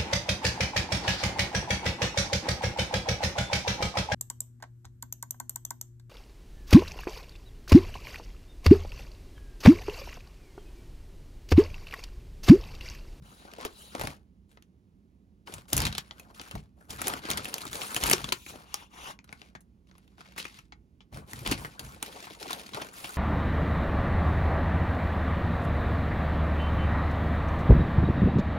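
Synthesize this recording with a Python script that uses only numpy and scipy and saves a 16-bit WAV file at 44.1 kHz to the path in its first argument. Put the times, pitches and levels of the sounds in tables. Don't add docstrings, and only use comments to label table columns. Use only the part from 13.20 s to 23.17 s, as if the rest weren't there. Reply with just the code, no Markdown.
import sys
import numpy as np
from scipy import signal
from scipy.fft import rfft, irfft, next_fast_len
from scipy.io import wavfile
from scipy.ndimage import uniform_filter1d, map_coordinates

SR = 44100
rng = np.random.default_rng(int(sys.argv[2]) if len(sys.argv) > 2 else 0)


def wav_record(signal):
    frames = np.transpose(np.atleast_2d(signal))
    bounded = np.clip(frames, -1, 1)
    quanta = np.round(bounded * 32767).astype(np.int16)
    wavfile.write(sys.argv[1], SR, quanta)


N = 439677

# freq_hz, level_db [per Hz]
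FIZZ_SPECTRUM = [(5000, -12.5), (8000, -2), (10500, -5.5), (12500, -6.5), (15500, -12), (17000, -40)]
THUD_SPECTRUM = [(40, -24), (110, -1), (230, -2), (380, -4.5), (560, -8.5), (850, -2), (1400, -7.5),
                 (3000, -40.5)]
RUB_SPECTRUM = [(100, -24), (200, -0.5), (370, 0), (600, -1.5), (950, -1.5), (1500, -1.5), (3000, -32.5)]
# freq_hz, likeness [0 to 1]
LIKENESS = [(150, .97), (600, .85), (2000, .62), (6500, .65), (8500, .9), (11000, .96)]
# start_s, length_s, crinkle_db, rub_db, hiss_db
HAND_MOVES = [(0.024, 0.15, -71, -59.5, -78), (0.197, 0.29, -59, -53, -89), (0.394, 0.085, -50, -47.5, -75),
              (0.725, 0.18, -49.5, -44.5, -58.5), (1.294, 0.055, -73.5, -72, -75.5),
              (2.273, 0.11, -52, -48, -57.5), (2.485, 0.026, -58.5, -55, -56),
              (2.529, 0.145, -36.5, -35, -52), (2.724, 0.079, -48.5, -60, -65),
              (2.828, 0.37, -68, -58.5, -73.5), (3.145, 0.13, -54.5, -53.5, -60),
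              (3.308, 0.073, -53.5, -50, -64), (3.571, 0.13, -75, -63.5, -73.5),
              (3.697, 0.043, -49.5, -44, -50.5), (3.788, 0.18, -40.5, -39.5, -51),
              (4.022, 0.19, -43, -40, -59), (4.232, 0.242, -44.5, -44.5, -51),
              (4.515, 0.313, -43.5, -41, -44), (4.812, 0.12, -36, -35, -39.5), (4.973, 0.13, -46, -47, -52),
              (5.279, 0.13, -56, -50.5, -62.5), (6.079, 0.207, -64, -62.5, -76.5),
              (6.671, 0.38, -73, -72, -83), (6.993, 0.19, -61, -61.5, -76), (7.177, 0.018, -34.5, -52, -52),
              (7.205, 0.18, -53.5, -63, -64.5), (7.928, 0.068, -54, -44.5, -60),
              (8.078, 0.2, -51.5, -49.5, -54), (8.255, 0.083, -37.5, -35.5, -53.5),
              (8.382, 0.077, -51, -44.5, -51.5), (8.47, 0.38, -58.5, -54.5, -68),
              (8.604, 0.13, -56.5, -50, -55.5), (8.828, 0.33, -50, -49, -58), (9.203, 0.19, -45, -45, -53),
              (9.39, 0.38, -55, -52.5, -63), (9.532, 0.12, -46.5, -42.5, -55),
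              (9.734, 0.24, -48, -48, -49.5)]


def amp(db):
    return 10 ** (np.asarray(db) / 20)


def unit(x):
    return x / np.sqrt(np.mean(x ** 2) + 1e-20)


def along(points, hz):
    f, v = np.transpose(points)
    return np.interp(np.log(hz + 1), np.log(f + 1), v)


def curves(rows):
    s, *cols = np.transpose(rows)
    return [np.interp(np.arange(N) / SR, s, c) for c in cols]


def wobble(rate):
    knots = rng.standard_normal(int(N * rate / SR) + 4)
    return map_coordinates(knots, [np.arange(N) * rate / SR], order=2)


def filtered(x, response):
    n = x.shape[-1]
    m = next_fast_len(n + 2048)
    return irfft(rfft(x, m) * response(np.fft.rfftfreq(m, 1 / SR)), m)[..., :n]


def causal(gain):
    cepstrum = irfft(np.log(np.maximum(gain, 1e-6)))
    half = len(cepstrum) // 2
    cepstrum[1:half] *= 2
    cepstrum[half + 1:] = 0
    return np.exp(rfft(cepstrum))


def mid_side(likeness):
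    turn = np.arccos(likeness) / 2
    return np.array([np.cos(turn), np.sin(turn)])


def paper(pair, spectrum, pitch_hz=3000, ring_db=0, octaves=0.27, ripple_db=0):
    def response(hz):
        facet_db = ring_db / (1 + (np.log2((hz + 1) / pitch_hz) / octaves) ** 2)
        modes_db = ripple_db * np.interp(hz, np.linspace(0, SR / 2, 90), rng.standard_normal(90))
        colour = causal(amp(along(spectrum, hz) + facet_db + modes_db))
        return colour * mid_side(np.clip(along(LIKENESS, hz), -1, 1))
    mid, side = filtered(pair, response)
    return unit(np.array([mid + side, mid - side]))


def panned(x, balance_db):
    return x * amp(np.array([[.5], [-.5]]) * balance_db)


def add(track, s, sound):
    part = track[:, max(round(s * SR), 0):][:, :sound.shape[1]]
    part += sound[:, :part.shape[1]]


def swell(s, length, attack, release, arch_db):
    age = np.arange(N) / SR - s
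    arch = (2 * np.clip(age / length, 0, 1) - 1) ** 2
    outside = np.maximum(-age, 0) / attack + np.maximum(age - length, 0) / release
    return amp(-arch_db * arch - 60 * np.minimum(outside, 2))


def shifting(depth_db):
    z = signal.stft(rng.standard_normal((2, N)), nperseg=256)[2]
    field = rng.standard_normal(z.shape[1:])
    field = uniform_filter1d(field, size=4, axis=0)
    field = uniform_filter1d(field, size=7, axis=1)
    return unit(signal.istft(z * amp(depth_db * unit(field)), nperseg=256)[1][:, :N])


FACET_HZ = 2950


def buckle(db, thud_db, fizz_db, spread, pitch_hz, body, ring_db, thud_t60, bag_db, bag_t60):
    # freq_hz, level_db [per Hz]
    crack_spectrum = [(400, -28), (1300, 0.5), (2600, -1.5), (4000, -4.5), (7000, -10.5), (8500, -19.5),
                      (12000, -51)]
    tilt_db_per_octave = 2
    t = np.arange(4096) / SR

    def noise():
        return rng.standard_normal((2, len(t)))

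    slips = amp(4 * np.repeat(rng.standard_normal(len(t) // 16), 16))
    age = t / max(spread, .0007)
    build = 1 - np.exp(-age / 0.059)
    first_flip = unit(np.exp(-t / 0.00036))
    neighbours = unit(slips * build * np.exp(-(age / 2.1) ** 1.5))
    avalanche = unit(neighbours + 0.9 * first_flip)
    bag_echo = unit(build * amp(-60 * t / bag_t60))
    force = unit(avalanche + amp(bag_db) * bag_echo)

    tilt_db = tilt_db_per_octave * np.log2(pitch_hz / FACET_HZ)
    colour = [(hz, level + tilt_db * np.log2(hz / FACET_HZ)) for hz, level in crack_spectrum]
    crack = paper(force * noise(), colour, pitch_hz, ring_db, ripple_db=3)
    fizz = paper(unit(avalanche + .4 * force) * noise(), FIZZ_SPECTRUM, ripple_db=2.5)
    panel_decay = unit(build * amp(-60 * t / thud_t60))
    thud = paper((avalanche + 5.1 * panel_decay) * noise(), body, ripple_db=3.5)
    energy = np.sqrt(.01 * SR / len(t))
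    return energy * amp(db) * (crack + amp(fizz_db) * fizz + amp(thud_db) * thud)


def slide(stroke, spectrum, pitch_hz):
    slide_db, = curves(stroke)
    t = np.arange(N) / SR
    sliding = (t > stroke[0][0]) & (t < stroke[-1][0])
    hiss = paper(shifting(depth_db=3.0), spectrum, pitch_hz, ring_db=4, octaves=0.025, ripple_db=1.5)
    return sliding * amp(slide_db + 0.8 * wobble(69)) * hiss


def room_tone():
    # freq_hz, level_db [per Hz]
    rumble_spectrum = [(20, -31), (58, 4), (100, -6), (150, -8), (190, 0), (235, -7.5), (400, -16.5),
                       (600, -28.5), (2000, -39), (16000, -53.5)]
    return amp(-60) * panned(paper(rng.standard_normal((2, N)), rumble_spectrum), balance_db=-6.0)


def panels():
    # start_s, length_s, level_db
    bends = [(.01, 0.031, -48.5), (0.793, 0.092, -43.5), (2.333, .04, -47), (2.538, 0.14, -32),
             (3.34, 0.037, -38), (3.701, 0.31, -50.5), (4.102, 0.12, -46), (4.463, 0.083, -50),
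             (4.824, 0.049, -39), (4.971, 0.12, -47), (5.282, 0.093, -58), (7.923, 0.091, -43.5),
             (8.135, 0.32, -45.5), (8.28, 0.035, -37), (8.624, 0.067, -46)]
    # freq_hz, level_db [per Hz]
    flex_spectrum = [(20, -36), (45, 1.5), (70, 1.5), (125, 1), (230, -9), (700, -56)]
    bend = sum(amp(db) * swell(s, length, attack=0.048, release=0.33, arch_db=3) for s, length, db in bends)
    return bend * paper(rng.standard_normal((2, N)), flex_spectrum, pitch_hz=76.4, ring_db=1, octaves=.2)


def table_push():
    # time_s, level_db
    push_curve = [(0.02, -72), (0.06, -61), (0.22, -59), (0.42, -77), (0.5, -62), (0.62, -50.5),
                  (0.72, -56.5), (0.78, -85)]
    # freq_hz, level_db [per Hz]
    scrape_spectrum = [(250, -1), (750, -0.5), (2300, -5), (3900, 0), (5500, -8), (8000, -4.5),
                       (10500, -5.5), (16000, -14)]
    scrape = slide(push_curve, scrape_spectrum, pitch_hz=3940)
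    return scrape + amp(-19) * slide(push_curve, RUB_SPECTRUM, pitch_hz=383)


def crackle(rate, scatter_db, life):
    happens = rng.random(N) < rate / SR
    hits = happens * amp(scatter_db * np.minimum(rng.exponential(size=N), 3.5))
    power = signal.lfilter([1], [1, -np.exp(-2 / (life * SR))], hits ** 2)
    return unit(np.sqrt(np.abs(power)))


def handling():
    # freq_hz, level_db [per Hz]
    crinkle_spectrum = [(500, -23.5), (1400, -5.5), (2200, -1.5), (3100, -3), (4500, -4), (7000, -12.5),
                        (8500, -12), (12000, -41.5)]
    power = np.zeros((3, N))
    for s, length, *levels_db in HAND_MOVES:
        gain = swell(s, length, attack=0.031, release=0.23, arch_db=2.5)
        power += np.outer(amp(levels_db) ** 2, gain ** 2)
    creasing, rubbing, hissing = np.sqrt(power)
    effort = (creasing / creasing.max()) ** 0.063
    grains = crackle(550 * effort, scatter_db=5.0, life=0.0031) / np.maximum(effort, .1) ** 0.19
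    grip = amp(2.48 * wobble(45))
    texture = unit(grip * np.hypot(unit(grains), .65))
    crinkle = amp(-1.5) * creasing * paper(texture * shifting(depth_db=1.0), crinkle_spectrum)
    hiss = amp(2.0) * hissing * paper(np.hypot(texture, .4) * shifting(depth_db=3.5), FIZZ_SPECTRUM)
    drag = np.hypot(texture, 1) * shifting(depth_db=5)
    rub = amp(-1.0) * rubbing * paper(drag, RUB_SPECTRUM, pitch_hz=359, ring_db=1.0, octaves=0.079)
    return crinkle + hiss + rub


def folds():
    folds_per_s, fold_db, fold_hz = 11, -4, 2150
    track = np.zeros((2, N))
    for s, length, crinkle_db, rub_db, hiss_db in HAND_MOVES:
        for when, strength, pitch in rng.random((round(folds_per_s * length), 3)):
            db = crinkle_db + fold_db + 8 * (strength - .5)
            pitch_hz = fold_hz * 2 ** (2.4 * (pitch - .5))
            fold = buckle(db, thud_db=-5, fizz_db=-17.0, spread=0.0057, pitch_hz=pitch_hz, body=THUD_SPECTRUM,
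                          ring_db=17.0, thud_t60=0.034, bag_db=-5.5, bag_t60=0.099)
            add(track, s + when * length, fold)
    return track


def landings():
    # start_s, level_db, thud_db, spread_s
    touches = [(0.251, -63, 14, 0.0037), (0.3364, -50.5, -0.5, 0.00083), (0.3844, -54.5, 14, .0076),
               (.4112, -46, -8, 0.0079), (0.4503, -35, -0.5, 0.0049), (0.7507, -42, 8.5, 0.001),
               (0.7964, -39, 0, 0.015), (0.8126, -35.5, 2, 0.0057), (0.8363, -41.5, 8.5, 0.018),
               (0.8725, -35.5, -3, 0.002), (3.312, -43, -9.5, 0.0031), (3.353, -46.5, 6, 0.0043)]
    # freq_hz, level_db [per Hz]
    knock_spectrum = [(50, -2.5), (450, 5), (780, 8.5), (1300, -5.5), (3000, -28)]
    track = np.zeros((2, N))
    for s, db, thud_db, spread in touches:
        knock = buckle(db, thud_db, fizz_db=-4.5, spread=spread, pitch_hz=1550, body=knock_spectrum,
                       ring_db=1.0, thud_t60=0.05, bag_db=-21, bag_t60=0.0496)
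        add(track, s, knock)
    return track


def pops():
    # start_s, level_db, pitch_hz
    flips = [(0.454, -34, 400), (4.935, -24, 357), (5.124, -31.5, 371), (8.317, -23, 267)]
    track = np.zeros((2, N))
    t = np.arange(SR // 8) / SR
    for s, db, pitch_hz in flips:
        glide_hz = pitch_hz * (0.97 + 0.35 * np.exp(-t / 0.0041))
        drum = np.sin(2 * np.pi * np.cumsum(glide_hz) / SR) * (1 - np.exp(-t / 0.0011))
        add(track, s, np.tile(amp(db + 6.0 - 60 * t / 0.052) * drum, (2, 1)))
    return track


def snaps():
    # start_s, level_db, fizz_db, spread_s, pitch_hz
    creases = [(1.373, -55, -32, .0014, 1350), (1.4242, -60, -5, 0.00062, 6200),
               (2.2733, -46.5, -27, 0.002, 2680), (2.3392, -45, 5, 0.0037, 7850),
               (2.5311, -29, 6, 0.0017, 5300), (2.5667, -36.5, 10.5, 0.0032, 7300),
               (2.5782, -32.5, 7.5, 0.0024, 5900), (2.6036, -32, -1, 0.00099, 5130),
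               (2.6184, -36, 1.5, 0.0026, 3780), (2.6527, -29.5, -3.5, 0.0039, 4130),
               (2.6677, -30.5, -6, 0.0045, 3220), (2.7267, -41, -6, 0.0017, 3800),
               (2.7506, -37, -9, 0.0021, 3500), (2.781, -31.5, -2.5, 0.0028, 3800),
               (2.91, -42, -27, 0.00089, 3580), (2.997, -50, 1.5, 0.0022, 2550),
               (3.1967, -42.5, -31, 0.0017, 3900), (3.214, -46, -1, 0.0018, 2540),
               (3.7055, -40.5, -1, 0.0038, 4960), (3.817, -35.5, 3, 0.0021, 1440),
               (3.8706, -33, -0.5, .002, 7000), (3.881, -38, 11.5, 0.0022, 2680),
               (3.9377, -34.5, -5.5, 0.0011, 1350), (4.088, -38, -7, 0.0099, 1240),
               (4.1023, -30, -0.5, 0.0036, 3670), (4.1134, -30.5, -1, 0.0023, 6600),
               (4.1736, -31.5, -1.5, 0.0043, 3730), (4.246, -43, 2, 0.0016, 4000),
               (4.255, -36, -7, .0014, 2660), (4.341, -33.5, 1, 0.0013, 5200),
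               (4.382, -41.5, 1, 0.0023, 3100), (4.4173, -43.5, -2, 0.0011, 4290),
               (4.4525, -41, -5, 0.0024, 1290), (4.5305, -39.5, 0, .004, 3650),
               (4.5545, -41, -4, 0.0018, 4570), (4.617, -34.5, -17, 0.0025, 3530),
               (4.746, -38, 5, 0.00083, 4070), (4.7642, -27.5, -3.5, 0.0027, 2700),
               (4.8287, -34.5, -11, 0.0052, 3000), (4.8373, -27, -0.5, 0.0016, 6100),
               (4.8646, -39.5, 2, .002, 3660), (4.8983, -30.5, 5, 0.0015, 5200),
               (4.913, -24.5, 4, 0.0038, 2170), (4.9296, -25.5, -7, 0.001, 3870),
               (4.9331, -20.5, -0.5, 0.0013, 5670), (5.043, -32.5, -17, 0.00082, 3120),
               (5.0896, -37, -12, 0.00062, 4230), (5.1219, -27, -19, 0.0011, 2800),
               (5.1237, -27.5, -1.5, 0.0023, 4400), (5.264, -44.5, -9, 0.0018, 2370),
               (5.5424, -31, -3, 0.0012, 5850), (5.99, -52, -36, 0.00051, 2340),
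               (6.043, -60, -1.5, 0.0032, 1400), (6.092, -52.5, -39, 0.00096, 1490),
               (6.127, -43, -9.5, 0.0025, 2100), (6.217, -48.5, -18, 0.0012, 2680),
               (6.3515, -44.5, -22, 0.0059, 1517), (6.407, -72.5, 12, 0.0048, 6310),
               (6.7128, -60.5, -29.5, 0.0012, 1400), (6.753, -63, -30.5, 0.0029, 1150),
               (6.7816, -64, 0.5, 0.0022, 2200), (6.8775, -65, -9, 0.0022, 3470),
               (6.9815, -56.5, -17, .002, 1290), (7.0071, -50, -12, 0.0037, 1400),
               (7.0578, -57.5, -16, .002, 2200), (7.1221, -58, -7, .0015, 2400),
               (7.163, -48.5, -13, 0.0067, 1200), (7.18, -40, 2, 0.012, 2300),
               (7.2009, -40.5, -13, 0.0012, 3680), (7.2529, -38.5, -14.5, 0.003, 2350),
               (7.3884, -49.5, -9, 0.0042, 2300), (7.5225, -48, -37.5, 0.0036, 2040),
               (7.806, -55.5, -33.5, 0.0078, 3220), (8.1334, -41.5, -1.5, 0.00065, 1830),
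               (8.2621, -31, -13, 0.0035, 2800), (8.2752, -36.5, 0.5, 0.0014, 3300),
               (8.3133, -29.5, 0.5, 0.0088, 4600), (8.3238, -30, -21, 0.00059, 2620),
               (8.4482, -36.5, -16, 0.0085, 1860), (8.594, -40, -0.5, 0.0038, 4400),
               (8.8267, -36, 3.5, 0.0018, 2380), (9.07, -47, -20, 0.0061, 900),
               (9.228, -41, -5, 0.0029, 4860), (9.3306, -33.5, -3.5, 0.0024, 3520),
               (9.5347, -40, -30, 0.0078, 3840), (9.546, -37.5, -10, 0.0015, 1270),
               (9.6207, -39, -25, 0.004, 2530), (9.844, -36.5, -9, 0.01, 3080)]
    track = np.zeros((2, N))
    for s, db, fizz_db, spread, pitch_hz in creases:
        thud_db = -6 - 4 * np.log2(pitch_hz / FACET_HZ)
        snap = buckle(db, thud_db, fizz_db, spread, pitch_hz, THUD_SPECTRUM,
                      ring_db=9.0, thud_t60=0.047, bag_db=-8.5, bag_t60=0.087)
        add(track, s, snap)
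    return track


def wrapper():
    # time_s, level_db
    lift_curve = [(5.14, -56), (5.25, -55), (5.295, -47), (5.42, -78)]
    pull_curve = [(5.41, -74), (5.45, -63.5), (5.53, -53.5), (5.56, -52), (5.63, -50.5), (5.69, -73.5),
                  (5.74, -53.5), (5.83, -45), (5.91, -41), (5.97, -80)]
    # freq_hz, level_db [per Hz]
    drag_spectrum = [(1500, -22), (2400, -4), (3900, -7), (4900, -12.5), (5900, -5.5), (7200, -9),
                     (16000, -15)]
    swish_spectrum = [(300, -1), (600, -2), (950, 7.5), (1750, 1.5), (2200, 0), (3600, 0.5), (4800, -9),
                      (5600, -4), (6400, -7), (7300, -10), (11000, -10.5), (16000, -22)]
    # centre_hz, width_hz [at half amplitude], level_db [relative]
    resonances = [(2460, 100, -7), (2820, 140, 0.5), (3480, 300, -9)]
    ring_db, ring_db_per_db, pull_ref_db = -61.5, 0.49, -43.5

    pull_db, = curves(pull_curve)
    t = np.arange(N) / SR
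    pulled = (t > pull_curve[0][0]) & (t < pull_curve[-1][0])
    hz = np.arange(100, 16000, 25)
    modes = sum(amp(db) / (1 + (2 * (hz - centre) / width) ** 2) for centre, width, db in resonances)
    ring = paper(shifting(depth_db=7.0), np.column_stack([hz, 20 * np.log10(modes)]))
    ring = ring * pulled * amp(ring_db + ring_db_per_db * (pull_db - pull_ref_db))
    drag = slide(lift_curve, drag_spectrum, pitch_hz=3870)
    return drag + slide(pull_curve, swish_spectrum, pitch_hz=2897) + ring


def room(x):
    # freq_hz, t60_s
    decay = [(500, .3), (4000, 0.067), (12000, 0.14)]
    hz, t, z = signal.stft(rng.standard_normal((2, SR // 3)), SR, nperseg=256)
    a, b = signal.istft(z * amp(-60 * t / along(decay, hz)[:, None]), SR, nperseg=256)[1]

    def answer(hz):
        level_db = along([(100, -14.0), (600, -17.0), (3000, -9.0), (10000, -15.0)], hz)
        return amp(level_db) * mid_side(along(LIKENESS, hz) ** 2)

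    delayed = np.pad([a, b], ((0, 0), (round(0.0054 * SR), 0)))
    mid, side = filtered(delayed / np.linalg.norm(a), answer)
    return signal.fftconvolve(x, np.array([mid + side, mid - side]), axes=1)[:, :N]


def scene():
    # time_s, left_minus_right_db
    hand_place = [(0, 0), (4.3, -0.5), (5.2, 0.5), (5.9, 0), (6.5, -0.5), (9.97, -1)]
    place_db, = curves(hand_place)
    hands = panels() + table_push() + handling() + folds()
    bag = panned(hands + landings() + pops() + snaps() + wrapper(), place_db)
    return bag + room(bag) + room_tone()


def record(dry):
    # freq_hz, lead_rad
    phase_lead = [(0, 0), (1030, 1.8), (2900, 7.2), (5100, 7.1), (6700, 5.8), (8100, 3.1), (10900, 0),
                  (13500, -3.1), (15600, -6.2)]
    # freq_hz, left_minus_right_db
    pair_balance = [(250, .6), (600, 3), (4800, 3.2), (8500, 0)]
    top_hz = 16250

    def pair(hz):
        lead = np.interp(hz, *np.transpose(phase_lead))
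        sides = np.array([[.5], [-.5]])
        return amp(sides * along(pair_balance, hz)) * np.exp(1j * sides * lead)

    return filtered(filtered(dry, pair), lambda hz: 1 / (1 + (hz / top_hz) ** 120))


dry = scene()
out = record(dry)
wav_record(out)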